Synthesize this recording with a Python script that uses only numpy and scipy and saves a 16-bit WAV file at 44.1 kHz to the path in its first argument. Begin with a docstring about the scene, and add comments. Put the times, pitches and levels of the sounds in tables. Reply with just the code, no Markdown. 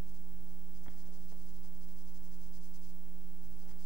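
"""A dry scratching sounds over a steady hum: an oil pastel rubbed to and fro on paper on a table,
in short strokes, about twelve a second. Stick-slip friction on the paper's tooth makes the crackle.
Now and then the stick taps the table and rings its modes; the hand bumps it and brushes the sheet.
Mains hum, hiss and a thin electrical whine lie beneath. The microphone feeds the left channel only."""
import sys
import numpy as np
from scipy import signal
from scipy.fft import rfft, irfft
from scipy.io import wavfile

SR = 44100
rng = np.random.default_rng(int(sys.argv[2]) if len(sys.argv) > 2 else 0)


def generate_wav(sig):
    """Save sig (samples, or channels by samples) to the path in sys.argv[1] as 16-bit PCM at SR."""
    pcm = np.round(np.clip(np.atleast_2d(sig).T, -1, 1) * 32767).astype(np.int16)
    wavfile.write(sys.argv[1], SR, pcm)


N = 169785
TIME = np.arange(N) / SR

# room rumble and microphone hiss: frequency_hz, density_db_per_hz
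FLOOR_SPECTRUM = [(12, -77), (27, -80), (48, -69), (85, -84), (160, -84.5), (230, -88), (340, -93),
                  (500, -98.5), (780, -99), (1150, -104), (2000, -105), (4000, -107), (15000, -107.5)]
# circuit noise of the idle right channel: frequency_hz, density_db_per_hz
IDLE_SPECTRUM = [(20, -112), (64, -111), (85, -85.5), (140, -112.5), (230, -109), (320, -128), (550, -123),
                 (15000, -122.5)]
# harmonics of the mains: harmonic_number, rms_db
HUM_HARMONICS = [(1, -67.5), (2, -70.5), (3, -52.5), (5, -62), (6, -77), (7, -75), (8, -83.5), (9, -69),
                 (11, -77), (12, -134), (13, -79), (15, -71.5), (17, -81), (21, -88), (27, -84.5),
                 (29, -113.5), (31, -106), (33, -88), (39, -87), (45, -89)]
MAINS_HZ, HUM_PHASE_SPREAD_RAD = 59.98, 1.17
# tones of the electrical whine: pitch_hz, wander_hz, relative_db
WHINE_TONES = [(15675, 22, -67), (15724, 20, -66)]
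WHINE_GAIN_DB, WANDER_BANDWIDTH_HZ = -0.5, 35
# constant bias, left row then right row: offset_full_scale
DC_OFFSETS = [
    [.0328],
    [.0437],
]
CUTOFF_HZ = 15850

# slides of the side of the hand on the paper: start_s, length_s, level_db, lowpass_hz
HAND_SLIDES = [(0.955, 0.29, -64.5, 900), (3.538, 0.31, -66, 1810)]
# dull rustle of skin on paper: frequency_hz, relative_density_db
RUSTLE_SPECTRUM = [(120, -26), (300, -3), (450, -3.5), (700, -2.5), (1100, -8.5), (2600, -14), (4500, -14),
                   (12000, -30)]
# soft bumps of the hand on the table: start_s, level_db
HAND_BUMPS = [(0.426, -40.5), (.878, -45), (1.385, -43), (2.448, -48), (2.744, -53), (3.15, -49)]
BUMP_HZ, BUMP_T60_S = 57.6, 0.069

# taps of the stick: start_s, impulse_db, highpass_hz, lowpass_hz, thump_db
STICK_TAPS = [(.469, -43, 450, 600, -62), (.861, -42.5, 700, 1700, -66), (.866, -40, 600, 950, -52),
              (.870, -53, 500, 900, -58), (.882, -39.5, 550, 4200, -29.5), (1.321, -39, 298, 800, -41),
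              (1.327, -42, 302, 600, -60), (1.334, -50, 300, 650, -55), (1.645, -48, 250, 900, -52),
              (1.937, -68, 800, 2200, -65), (3.692, -47, 1300, 3200, -62), (3.712, -45, 1110, 2200, -60)]
THUMP_HZ, THUMP_T60_S = 173, 0.018
# modes of the table and the stick: pitch_hz, gain_db, t60_s
IMPACT_MODES = [(390, -2.5, 0.01), (616, -4, 0.018), (718, -5.5, 0.035), (900, -4, 0.016),
                (1340, -3.5, 0.0092), (1860, -5.5, 0.017), (2210, -8, 0.013), (2620, -18, 0.0086),
                (3294, -10, 0.017)]
ROOM_T60_S, ROOM_DB = 1, -5.5

# strokes of the pastel: start_s, length_s, level_db
PASTEL_STROKES = [(0.061, .06, -66), (.133, 0.053, -67), (0.453, .1, -70.5), (0.734, .068, -67),
                  (0.824, .048, -65), (0.876, 0.087, -67.5), (0.956, 0.083, -63), (1.04, 0.061, -67),
                  (1.112, 0.071, -63.5), (1.175, 0.1, -67.5), (1.269, 0.074, -62.5), (1.341, 0.13, -67),
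                  (1.455, 0.07, -64.5), (1.526, 0.084, -67), (1.618, 0.071, -64.5), (1.738, 0.041, -68.5),
                  (1.802, 0.057, -64), (1.868, 0.073, -67), (1.951, 0.087, -64.5), (2.046, 0.078, -66),
                  (2.136, 0.058, -63), (2.22, .07, -65.5), (2.302, .072, -64), (2.383, 0.12, -65),
                  (2.52, 0.072, -62), (2.598, 0.099, -63.5), (2.728, 0.056, -61), (2.807, 0.067, -63),
                  (2.861, 0.064, -64.5), (3.41, 0.074, -67.5), (3.49, 0.078, -70.5), (3.565, 0.1, -66.5),
                  (3.671, 0.063, -62.5), (3.772, 0.14, -62.7)]
FRICTION_EXPONENT, SLIPS_PER_S, SLIP_SPREAD_DB = 0.76, 9000, 2
# resonances that colour the scratch: centre_hz, bandwidth_hz, gain_db
SCRATCH_RESONANCES = [(4790, 600, -8), (5060, 350, 4), (5960, 980, 2), (6560, 1700, -4), (8260, 800, -7)]
RUB_GAIN_DB, RUB_BAND_HZ = -13, [2800, 10500]


def from_db(db):
    """Logarithmic level: 20 dB is a factor of ten in amplitude."""
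    return 10 ** (np.asarray(db) / 20)


def unit_rms(x):
    """Normalisation to a mean power of 1."""
    return x / np.sqrt(np.mean(x ** 2) + 1e-30)


def butterworth(x, hz, kind):
    """Butterworth filtering of second order: a maximally flat passband."""
    sections = signal.butter(2, np.minimum(hz, SR / 2 - 1), kind, fs=SR, output="sos")
    return signal.sosfilt(sections, x + 1e-18)


def resonance(x, hz, width_hz):
    """Forced vibration: a two-pole resonator with a peak gain of 1."""
    r, w = np.exp(-np.pi * width_hz / SR), 2 * np.pi * hz / SR
    return signal.lfilter(np.array([1, 0, -1]) * (1 - r * r) / 2, [1, -2 * r * np.cos(w), r * r], x)


def ring(force, hz, t60_s):
    """Damped free vibration: a unit impulse starts a decaying sine of height 1."""
    r, w = np.exp(-np.log(1000) / (t60_s * SR)), 2 * np.pi * hz / SR
    return signal.lfilter([0, np.sin(w)], [1, -2 * r * np.cos(w), r * r], force + 1e-18)


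def impulse(start_s, db):
    """An ideal impact: one sample, with a flat spectrum."""
    return from_db(db) * (np.arange(N) == int(start_s * SR))


def friction_envelope(start_s, length_s):
    """Power law: friction noise follows a power of the speed, which rises and falls as a half sine."""
    progress = np.clip((TIME - start_s) / length_s, 0, 1)
    return np.sin(np.pi * progress).clip(0) ** FRICTION_EXPONENT


def steady_noise(spectrum):
    """Spectral shaping: white noise is weighted to the given density in dB per Hz."""
    hz, db = np.transpose(spectrum)
    bin_hz = np.maximum(np.arange(N // 2 + 1) * SR / N, 1)
    gain = from_db(np.interp(np.log(bin_hz), np.log(hz), db))
    return irfft(rfft(rng.standard_normal(N)) * gain, N) * np.sqrt(SR / 2)


def mains_hum():
    """A harmonic series on the mains frequency, with the odd members dominant."""
    hum = 0
    for harmonic, db in HUM_HARMONICS:
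        phase = 2 * np.pi * round(harmonic) * MAINS_HZ * TIME + HUM_PHASE_SPREAD_RAD * rng.standard_normal()
        hum += np.sqrt(2) * from_db(db) * np.cos(phase)
    return hum


def electrical_whine():
    """Beating: two close tones at the top of hearing interfere as their pitches wander."""
    whine = 0
    for hz, wander_hz, db in WHINE_TONES:
        wander = unit_rms(butterworth(rng.standard_normal(N), WANDER_BANDWIDTH_HZ, "low"))
        phase = 2 * np.pi * np.cumsum(hz + wander_hz * wander) / SR
        whine += np.sqrt(2) * from_db(db + WHINE_GAIN_DB) * np.sin(phase)
    return whine


def room_tail(x):
    """Reverberation: a diffuse field decays exponentially."""
    tail = rng.standard_normal(SR) * np.exp(-np.log(1000) * TIME[:SR] / ROOM_T60_S)
    return from_db(ROOM_DB) * signal.fftconvolve(x, tail / np.linalg.norm(tail))[:N]


def hand_rustle():
    """Sliding friction: skin moving over the sheet gives a dull swell of noise."""
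    rustle = steady_noise(RUSTLE_SPECTRUM)
    return sum(from_db(db) * friction_envelope(start, length) * unit_rms(butterworth(rustle, hz, "low"))
               for start, length, db, hz in HAND_SLIDES)


def table_thumps():
    """Damped oscillation: the table gives under each tap, and more slowly under the hand."""
    stick_force = sum(impulse(start, db) for start, *_, db in STICK_TAPS)
    hand_force = sum(impulse(start, db) for start, db in HAND_BUMPS)
    return ring(stick_force, THUMP_HZ, THUMP_T60_S) + ring(hand_force, BUMP_HZ, BUMP_T60_S)


def stick_taps():
    """Impact excites the modes of table and stick; a soft landing is dull, a glancing one thin."""
    force = 0
    for start, db, highpass_hz, lowpass_hz, _ in STICK_TAPS:
        softened = butterworth(impulse(start, db), lowpass_hz, "low")
        force += butterworth(softened, highpass_hz, "high")
    return sum((-1) ** k * from_db(db) * ring(force, hz, t60)   # neighbouring modes alternate in sign
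               for k, (hz, db, t60) in enumerate(IMPACT_MODES))


def pastel_scratch():
    """Stick-slip friction: tiny slips on the paper's tooth drive resonances over a broad rubbing noise."""
    strokes = sum(from_db(db) * friction_envelope(start, length) for start, length, db in PASTEL_STROKES)
    sizes = from_db(SLIP_SPREAD_DB * np.minimum(rng.exponential(1, N), 5))
    signs = rng.choice([-1, 1], N)
    slips = sizes * signs * (rng.random(N) < SLIPS_PER_S / SR)
    crackle = sum(from_db(db) * resonance(slips, hz, width) for hz, width, db in SCRATCH_RESONANCES)
    rub = butterworth(rng.standard_normal(N) * slips.std(), RUB_BAND_HZ, "band")
    return strokes * unit_rms(crackle + from_db(RUB_GAIN_DB) * rub)


def scene():
    """Superposition: drawing and background add on the left; the right has only faint circuit noise."""
    taps = stick_taps()
    drawing = pastel_scratch() + taps + room_tail(taps) + table_thumps() + hand_rustle()
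    left = drawing + mains_hum() + electrical_whine() + steady_noise(FLOOR_SPECTRUM)
    return np.array([left, steady_noise(IDLE_SPECTRUM)])


def record(dry):
    """Bias and band limiting: each channel gains a constant offset and loses all above the cutoff."""
    passband = np.arange(N // 2 + 1) * SR / N < CUTOFF_HZ
    return irfft(rfft(dry + DC_OFFSETS) * passband, N)


dry = scene()
out = record(dry)
generate_wav(out)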